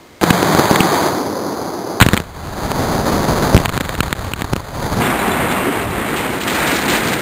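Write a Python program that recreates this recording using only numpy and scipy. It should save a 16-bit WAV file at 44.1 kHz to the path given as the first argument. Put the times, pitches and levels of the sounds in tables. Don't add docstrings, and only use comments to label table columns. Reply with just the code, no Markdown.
import sys
import numpy as np
from scipy import signal
from scipy.fft import rfft, irfft, next_fast_len
from scipy.io import wavfile

SR = 44100
rng = np.random.default_rng(int(sys.argv[2]) if len(sys.argv) > 2 else 0)


def dump(signal):
    limited = np.clip(np.atleast_2d(signal).T, -1, 1)
    pcm = np.round(limited * 32767).astype(np.int16)
    wavfile.write(sys.argv[1], SR, pcm)


N = 317961
TIME, HZ = np.arange(N) / SR, np.fft.rfftfreq(N, 1 / SR)

# start_s, level_db (before overload), boom_hz (nominal), crack_db (relative to level_db)
BLASTS = [ (.213, -10.5, 700, -2), (.2322, 7, 370, -31), (.2380, 15, 300, -15), (.3043, -5, 600, 2),
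          (.3061, 18, 200, -10), (.4259, -9, 375, -28), (0.4291, 12, 380, -39), (.549, 10.5, 263, -29),
          (0.5912, 2, 500, -55), (0.5949, 13, 300, -37), (0.656, 2.5, 496, -13), (0.7109, 13, 220, -36),
          (0.7592, -12, 460, 17), (0.8051, 14.5, 208, -4), (2.0021, 14, 600, 0.5), (2.012, 23, 295, 7),
          (2.0133, 22.5, 118, -28), (2.0244, 14, 158, 6), (2.0638, 10, 135, -11), (2.0873, 3.5, 170, -4.5),
          (2.1334, 7, 111, -10), (2.1398, 3.5, 200, -13), (2.144, 0, 170, -24), (2.1674, -10, 250, -1),
          (2.1755, -2, 170, 1), (2.2016, -5, 150, -19), (2.717, -1.5, 350, -8.5),
          (3.5457, 25.5, 100.6, -19), (3.5654, 11.5, 150, -13.5), (3.5770, 3.5, 161, -9),
          (3.6581, -3, 200, -0.5), (3.6929, -10.5, 120, 1.5), (3.769, -6.5, 150, -17),
          (3.7768, -1.5, 170, -6.5), (3.8081, -3, 140, -10), (3.812, -4, 129, -17),
          (3.8927, -4.5, 300, -9.5), (3.952, -15.5, 150, 1.5), (4.0054, 3, 110, -4.5),
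          (4.0322, -5.5, 130, -13), (4.128, -0.5, 141, -4), (4.336, -6, 100, -1), (4.4202, -3.5, 150, -5.5),
          (4.534, 3, 115, -11), (4.5636, -5, 149, -12)]
# (relative, per Hz)
FIRST_COLOUR = [(15, -77), (25, -45), (59, -36), (86, -14), (138, -13.5), (172, -6), (205, -6), (298, -1.5),
                (356, -0.5), (478, -5), (951, -7), (1490, -14), (2260, -19.5), (2750, -28.5), (3580, -62),
                (6050, -120)]
# full_level_db, build_up_db (still to climb at the start), sink_db, tail_db_per_s
FIRST_BANDS = [(-30, -2, 7, 5), (-19, 3, 3, 5.5), (-17, 2.5, 9.5, 3.5), (-25, 0, 14, 8.5)]
# (relative, per Hz)
SECOND_COLOUR = [(12, -40), (20, -3.5), (76, 1.5), (164, 1.5), (268, -2), (350, -3.5), (431, -3), (487, -6),
                 (529, -3.5), (706, -2), (962, -1.5), (1860, -15), (2750, -24.5), (3580, -58), (6050, -120)]
# full_level_db (relative), build_up_db, scatter_level_db (relative, while a volley fires)
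LATER_BANDS = [(-23.5, 13, -26), (-18, 31, -30.5), (-22, 21.5, -31), (-28.5, 21.5, -35)]
# start_s, end_s, level_db (relative), fade_db_per_s
VOLLEYS = [(2.003, 2.191, 3, 24), (3.543, 4.58, 1, 6.5)]
# start_s, end_s, build_up_s, level_db (relative)
ROLLS = [(2.22, 3.558, 0.85, -0.5), (4.493, 5.1, 0.72, -0.5)]
# (relative, per Hz)
CRACKLE_COLOUR = [(100, -6), (500, -29), (1200, 0.5), (2500, -15.5), (4000, -17), (5400, -1)]
# start_s, level_db (about 22 ms in), pitch_hz (band centre)
THUDS = [(4.95, -21, 160), (5.051, -23, 254), (5.27, -20, 290), (5.391, -21, 109), (5.66, -18, 290),
         (5.849, -23, 84.6), (6.62, -28, 340), (6.869, -21, 320), (7.05, -22, 168)]
# (relative, per Hz)
FALL_COLOUR = [(12, -53), (20, -39), (54, -2), (82, -1.5), (119, -1), (225, -1), (259, 0), (291, -3),
               (336, -1.5), (455, -4.5), (590, -7), (712, -5.5), (2150, -8.5), (3870, -20), (5500, -30),
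               (7150, -58), (12100, -120)]
# level_db (relative, at the mean pour), follow_db_per_db (of pour), drift_db_per_s
FALL_BANDS = [(-31.5, 0.6, -1.5), (-23, .5, 0.5), (-23.5, 1, -0.5), (-27.5, 1.2, 2)]
# time_s, level_db (only its distance from the mean counts)
DEBRIS_POUR = [(5.02, -20), (5.29, -20), (5.6, -22), (5.76, -22), (5.89, -27), (6.05, -24.5), (6.25, -24),
               (6.41, -27.5), (6.52, -23), (6.7, -20.5), (6.82, -24.5), (6.92, -21.5), (7.21, -26)]
# (relative, per Hz)
SPLINTER_COLOUR = [(200, -19), (1500, 6.5), (3000, 0), (4000, 5), (5400, -2)]
# start_s, level_db (relative), ring_down_t60_s
SLAMS = [(5.012, -24, 0.31), (5.27, -25, .1), (5.51, -25, 0.091), (5.898, -33, 0.033), (6.159, -24, 0.45),
         (6.409, -25, 0.1), (6.476, -18.5, 0.17), (6.668, -20.5, 0.2), (6.878, -18, 0.4), (6.94, -24, 0.11),
         (7.128, -19.5, 0.046)]
# (relative, per Hz)
SLAM_COLOUR = [(100, -28), (350, -26), (900, -10), (1900, 14), (3600, 11.5), (5400, 0.5)]
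# (relative, per Hz)
AIR_COLOUR = [(15, -37), (25, -20), (33, -6), (328, -2), (1950, -15), (2130, -9), (2330, -17.5),
              (5140, -17.5), (5500, -21), (7150, -40), (12100, -120)]
BAND_EDGES_HZ = [150, 600, 1500]

FIRST_S, SECOND_S, FALL_S = .213, 2.003, 5.0
LAST_CRACKS_S = 3.6
FIRST_BUILD_S, FIRST_SINK_S, FIRST_SINK_LENGTH_S = 0.75, 1.125, 0.12
SCATTER_RELEASE_DB_PER_S, ROLL_RELEASE_DB_PER_S = 195, 300
TEAR_RISE_MS, TEAR_MS, FRONT_MS = 0.19, 0.86, 0.19
AIR_DB = -42
COARSE_HZ, FINE_HZ, CUT_HZ = 5512.5, 11025, 15620


def amp(db):
    return 10 ** (np.asarray(db) / 20)


def unit(x):
    return x / np.sqrt(np.mean(x ** 2) + 1e-20)


def add(mix, s, sound):
    part = mix[round(s * SR):][:len(sound)]
    part += sound[:len(part)]


def filtered(x, gain):
    size = next_fast_len(N)
    gain_here = np.interp(np.fft.rfftfreq(size, 1 / SR), HZ, gain)
    return irfft(rfft(x, size) * gain_here, size)[:N]


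def colour(points, top_hz):
    hz, db = np.transpose(points)
    gain = amp(np.interp(np.log(HZ + 1), np.log(hz), db))
    return gain * (HZ < top_hz) * (HZ > 12)


def wander(hz):
    return unit(filtered(rng.standard_normal(N), np.exp(-(HZ / hz) ** 2)))


def fade_in(s, length):
    return np.clip((TIME - s) / length, 0, 1)


def build_up(start, length):
    return (1 - fade_in(start, length)) ** 2


def gate(start, end, release_db_per_s):
    return fade_in(start, 0.0071) * amp(-release_db_per_s * np.maximum(TIME - end, 0))


def impacts(per_s, spread_db):
    size = amp(spread_db * np.minimum(rng.exponential(1, N), 4))
    sign = rng.choice([-1, 1], N)
    return unit(size * sign * (rng.random(N) < per_s / SR))


def roar(drive, spectrum, gains):
    lowpasses = [1 / (1 + (HZ / edge) ** 8) for edge in BAND_EDGES_HZ]
    below = [0 * HZ] + lowpasses + [1 + 0 * HZ]
    bands = [unit(filtered(drive, spectrum * (upper - lower))) for lower, upper in zip(below, below[1:])]
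    return sum(band * gain for band, gain in zip(bands, gains))


def air():
    return amp(AIR_DB) * unit(filtered(rng.standard_normal(N), colour(AIR_COLOUR, FINE_HZ / 2)))


def shock(level_db, boom_hz, crack_db, crack_ms=TEAR_MS, cycles=0.31, q=1.0,
          scatter_db=-24, scatter_ms=6.0, front_db=9.0, tear_db=0.0):
    t = np.arange(SR // 16) / SR
    ms, u, w = 1000 * t, t * boom_hz / cycles, 2 * np.pi * boom_hz
    swing = signal.bilinear([1, 0, 0], [1, w / q, w * w], SR)
    boom = signal.lfilter(*swing, (u - 1) * np.exp(-u))
    tear_band = signal.butter(2, [900, 3200], "band", fs=SR)
    tear = signal.lfilter(*tear_band, rng.standard_normal(len(t)))
    front_band = signal.butter(2, [600, 2700], "band", fs=SR)
    front = signal.lfilter(*front_band, (ms / FRONT_MS - 1) * np.exp(-ms / FRONT_MS))
    decay = np.exp(-ms / crack_ms) + amp(scatter_db) * np.exp(-ms / scatter_ms)
    tearing = unit(tear) * decay * np.minimum(ms / TEAR_RISE_MS, 1)
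    crack = amp(front_db) * front + amp(tear_db) * tearing
    return amp(level_db) * (boom + amp(crack_db) * crack)


def charges():
    out = np.zeros(N)
    for s, *blast in BLASTS:
        add(out, s, shock(*blast))
    return out


def dips(length=0.023, fall=0.016, recovery=0.0021, from_db=-15, range_db=7, early_db=2.5, late_db=16):
    db, t = np.zeros(N), np.arange(0, length, 1 / SR)
    shape = np.minimum(np.minimum(t / fall, 1), (length - t) / recovery)
    for s, level_db, _, crack_db in BLASTS:
        depth_db = late_db if s > LAST_CRACKS_S else early_db
        loudness = np.clip((level_db + crack_db - from_db) / range_db, 0, 1)
        add(db, s, depth_db * loudness * shape)
    return amp(-db)


def first_roll(flutter_db=0.47):
    drive = impacts(per_s=8000, spread_db=1.0) * amp(flutter_db * wander(hz=28.7))
    span = fade_in(FIRST_S, .001) - fade_in(SECOND_S, .01)
    to_come = build_up(FIRST_S, FIRST_BUILD_S)
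    late_s = TIME - FIRST_SINK_S
    sunk = .5 + .5 * np.tanh(late_s / FIRST_SINK_LENGTH_S)
    gains = [amp(db - build_db * to_come - sink_db * sunk - tail_db * np.maximum(late_s, 0))
             for db, build_db, sink_db, tail_db in FIRST_BANDS]
    return span * roar(drive, colour(FIRST_COLOUR, COARSE_HZ / 2), gains)


def hum(hz=178, width_hz=32, level_db=-24, hold_s=0.54, release_db_per_s=50):
    ring = filtered(rng.standard_normal(N), 1 / (1 + ((HZ - hz) / width_hz) ** 4))
    return unit(ring) * amp(level_db) * gate(FIRST_S, FIRST_S + hold_s, release_db_per_s)


def firing():
    return sum(gate(start, end, SCATTER_RELEASE_DB_PER_S) * amp(db - fade * np.maximum(TIME - start, 0))
               for start, end, db, fade in VOLLEYS)


def rolling(build_db):
    return sum(gate(start, end, ROLL_RELEASE_DB_PER_S) * amp(db - build_db * build_up(start, build))
               for start, end, build, db in ROLLS)


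def second_roll(level_db=0.5, flutter_db=1.5, sputter_db=4.0):
    last_volley = np.interp(TIME, [3.5, 3.6, 4.55, 4.75], [0, 1, 1, 0])
    unrest_db = flutter_db * wander(hz=28) + sputter_db * last_volley * wander(hz=90)
    drive = impacts(per_s=5000, spread_db=1.5) * amp(unrest_db)
    span = fade_in(SECOND_S, .01) - fade_in(FALL_S, .04)
    near = firing()
    gains = [np.hypot(amp(db) * rolling(build_db), amp(near_db) * near)
             for db, build_db, near_db in LATER_BANDS]
    return amp(level_db) * span * roar(drive, colour(SECOND_COLOUR, COARSE_HZ / 2), gains)


def crackle(per_s=450, spread_db=3.0, volley_db=-29.5, roll_db=-36, build_db=35):
    snaps = filtered(impacts(per_s, spread_db), colour(CRACKLE_COLOUR, FINE_HZ / 2))
    return unit(snaps) * (amp(volley_db) * firing() + amp(roll_db) * rolling(build_db))


def ricochets(level_db=-20, spread_db=7.0, boom_hz=220, crack_db=-3, crack_ms=0.74, fade_db=-5, count=45):
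    out = np.zeros(N)
    for k, (place, size, octave) in enumerate(rng.uniform(-1.2, 1, (count, 3))):
        progress = (k + 1 + place) / count
        pop_db = level_db + spread_db * size + fade_db * progress
        add(out, 3.61 + progress, shock(pop_db, boom_hz * 2 ** octave, crack_db, crack_ms))
    return out


def thuds(attack=0.011, t60=0.5, width=1.4):
    t, out = np.arange(SR // 2) / SR, np.zeros(N)
    for s, db, hz in THUDS:
        band = signal.butter(2, [hz / width, hz * width], "band", fs=SR, output="sos")
        rumble = signal.sosfilt(band, rng.standard_normal(len(t)))
        envelope = np.minimum(t / attack, 1) * amp(db - 60 * (t - 2 * attack) / t60)
        add(out, s, unit(rumble) * envelope)
    return out


def pour():
    s, db = np.transpose(DEBRIS_POUR)
    return np.interp(TIME, s, db - db.mean())


def collapse(level_db=-1, flutter_db=0.72):
    drive = impacts(per_s=5500, spread_db=0.0) * amp(flutter_db * wander(hz=25.5))
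    span = fade_in(FALL_S - .005, .025)
    gains = [amp(db + follow * pour() + drift * (TIME - FALL_S)) for db, follow, drift in FALL_BANDS]
    return amp(level_db) * span * roar(drive, colour(FALL_COLOUR, FINE_HZ / 2), gains)


def girders(level_db=-31.5, t60=0.11, low_hz=230, high_hz=3800, tilt_db=-1.0, count=28):
    t, out = np.arange(SR // 4) / SR, np.zeros(N)
    start = round(FALL_S * SR)
    for hz in np.geomspace(low_hz, high_hz, count) * rng.uniform(.96, 1.04, count):
        knocks = rng.standard_normal(N - start) * (rng.random(N - start) < 9 / SR)
        ring = np.sin(2 * np.pi * hz * t) * amp(tilt_db * np.log2(hz / low_hz) - 60 * t / t60)
        out[start:] += signal.oaconvolve(knocks, ring)[:N - start]
    out[start:] = unit(out[start:])
    return out * amp(level_db + pour())


def splinters(per_s=900, spread_db=-1.5, clump_db=3.0, peak_s=6.66, peak_db=-23,
              rise_db_per_s=48, fall_db_per_s=14, bed_db=-45):
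    clumps = impacts(per_s, spread_db) * amp(clump_db * wander(hz=45))
    ticks = filtered(clumps, colour(SPLINTER_COLOUR, FINE_HZ / 2))
    swell_db = peak_db - np.maximum(rise_db_per_s * (peak_s - TIME), fall_db_per_s * (TIME - peak_s))
    return unit(ticks) * (amp(swell_db) + amp(bed_db)) * fade_in(FALL_S, .04)


def sheets(level_db=-1, hold=0.013, attack=0.0041):
    t, envelope = np.arange(SR // 2) / SR, np.zeros(N)
    for s, db, t60 in SLAMS:
        decay = amp(db - 60 * np.maximum(t - hold, 0) / t60)
        add(envelope, s, decay * np.minimum(t / attack, 1))
    clatter = filtered(impacts(per_s=2400, spread_db=3.0), colour(SLAM_COLOUR, FINE_HZ / 2))
    return amp(level_db) * envelope * unit(clatter)


def scene():
    echoes = first_roll() + hum() + second_roll() + ricochets() + crackle()
    fall = collapse() + thuds() + girders() + splinters() + sheets()
    return (charges() + dips() * (echoes + air()) + fall)[None]


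def held(x, rate):
    return x[:, np.arange(N) - np.arange(N) % round(SR / rate)]


def record(dry, ceiling=.94):
    clipped = np.clip(dry, -ceiling, ceiling)
    coarse = fade_in(FIRST_S - .002, .002) - fade_in(FALL_S - .01, .04)
    stepped = coarse * held(clipped, COARSE_HZ) + (1 - coarse) * held(clipped, FINE_HZ)
    band_limit = signal.firwin(511, CUT_HZ, window=("kaiser", 7), fs=SR)
    return signal.oaconvolve(stepped, band_limit[None], "same")


dry = scene()
out = record(dry)
dump(out)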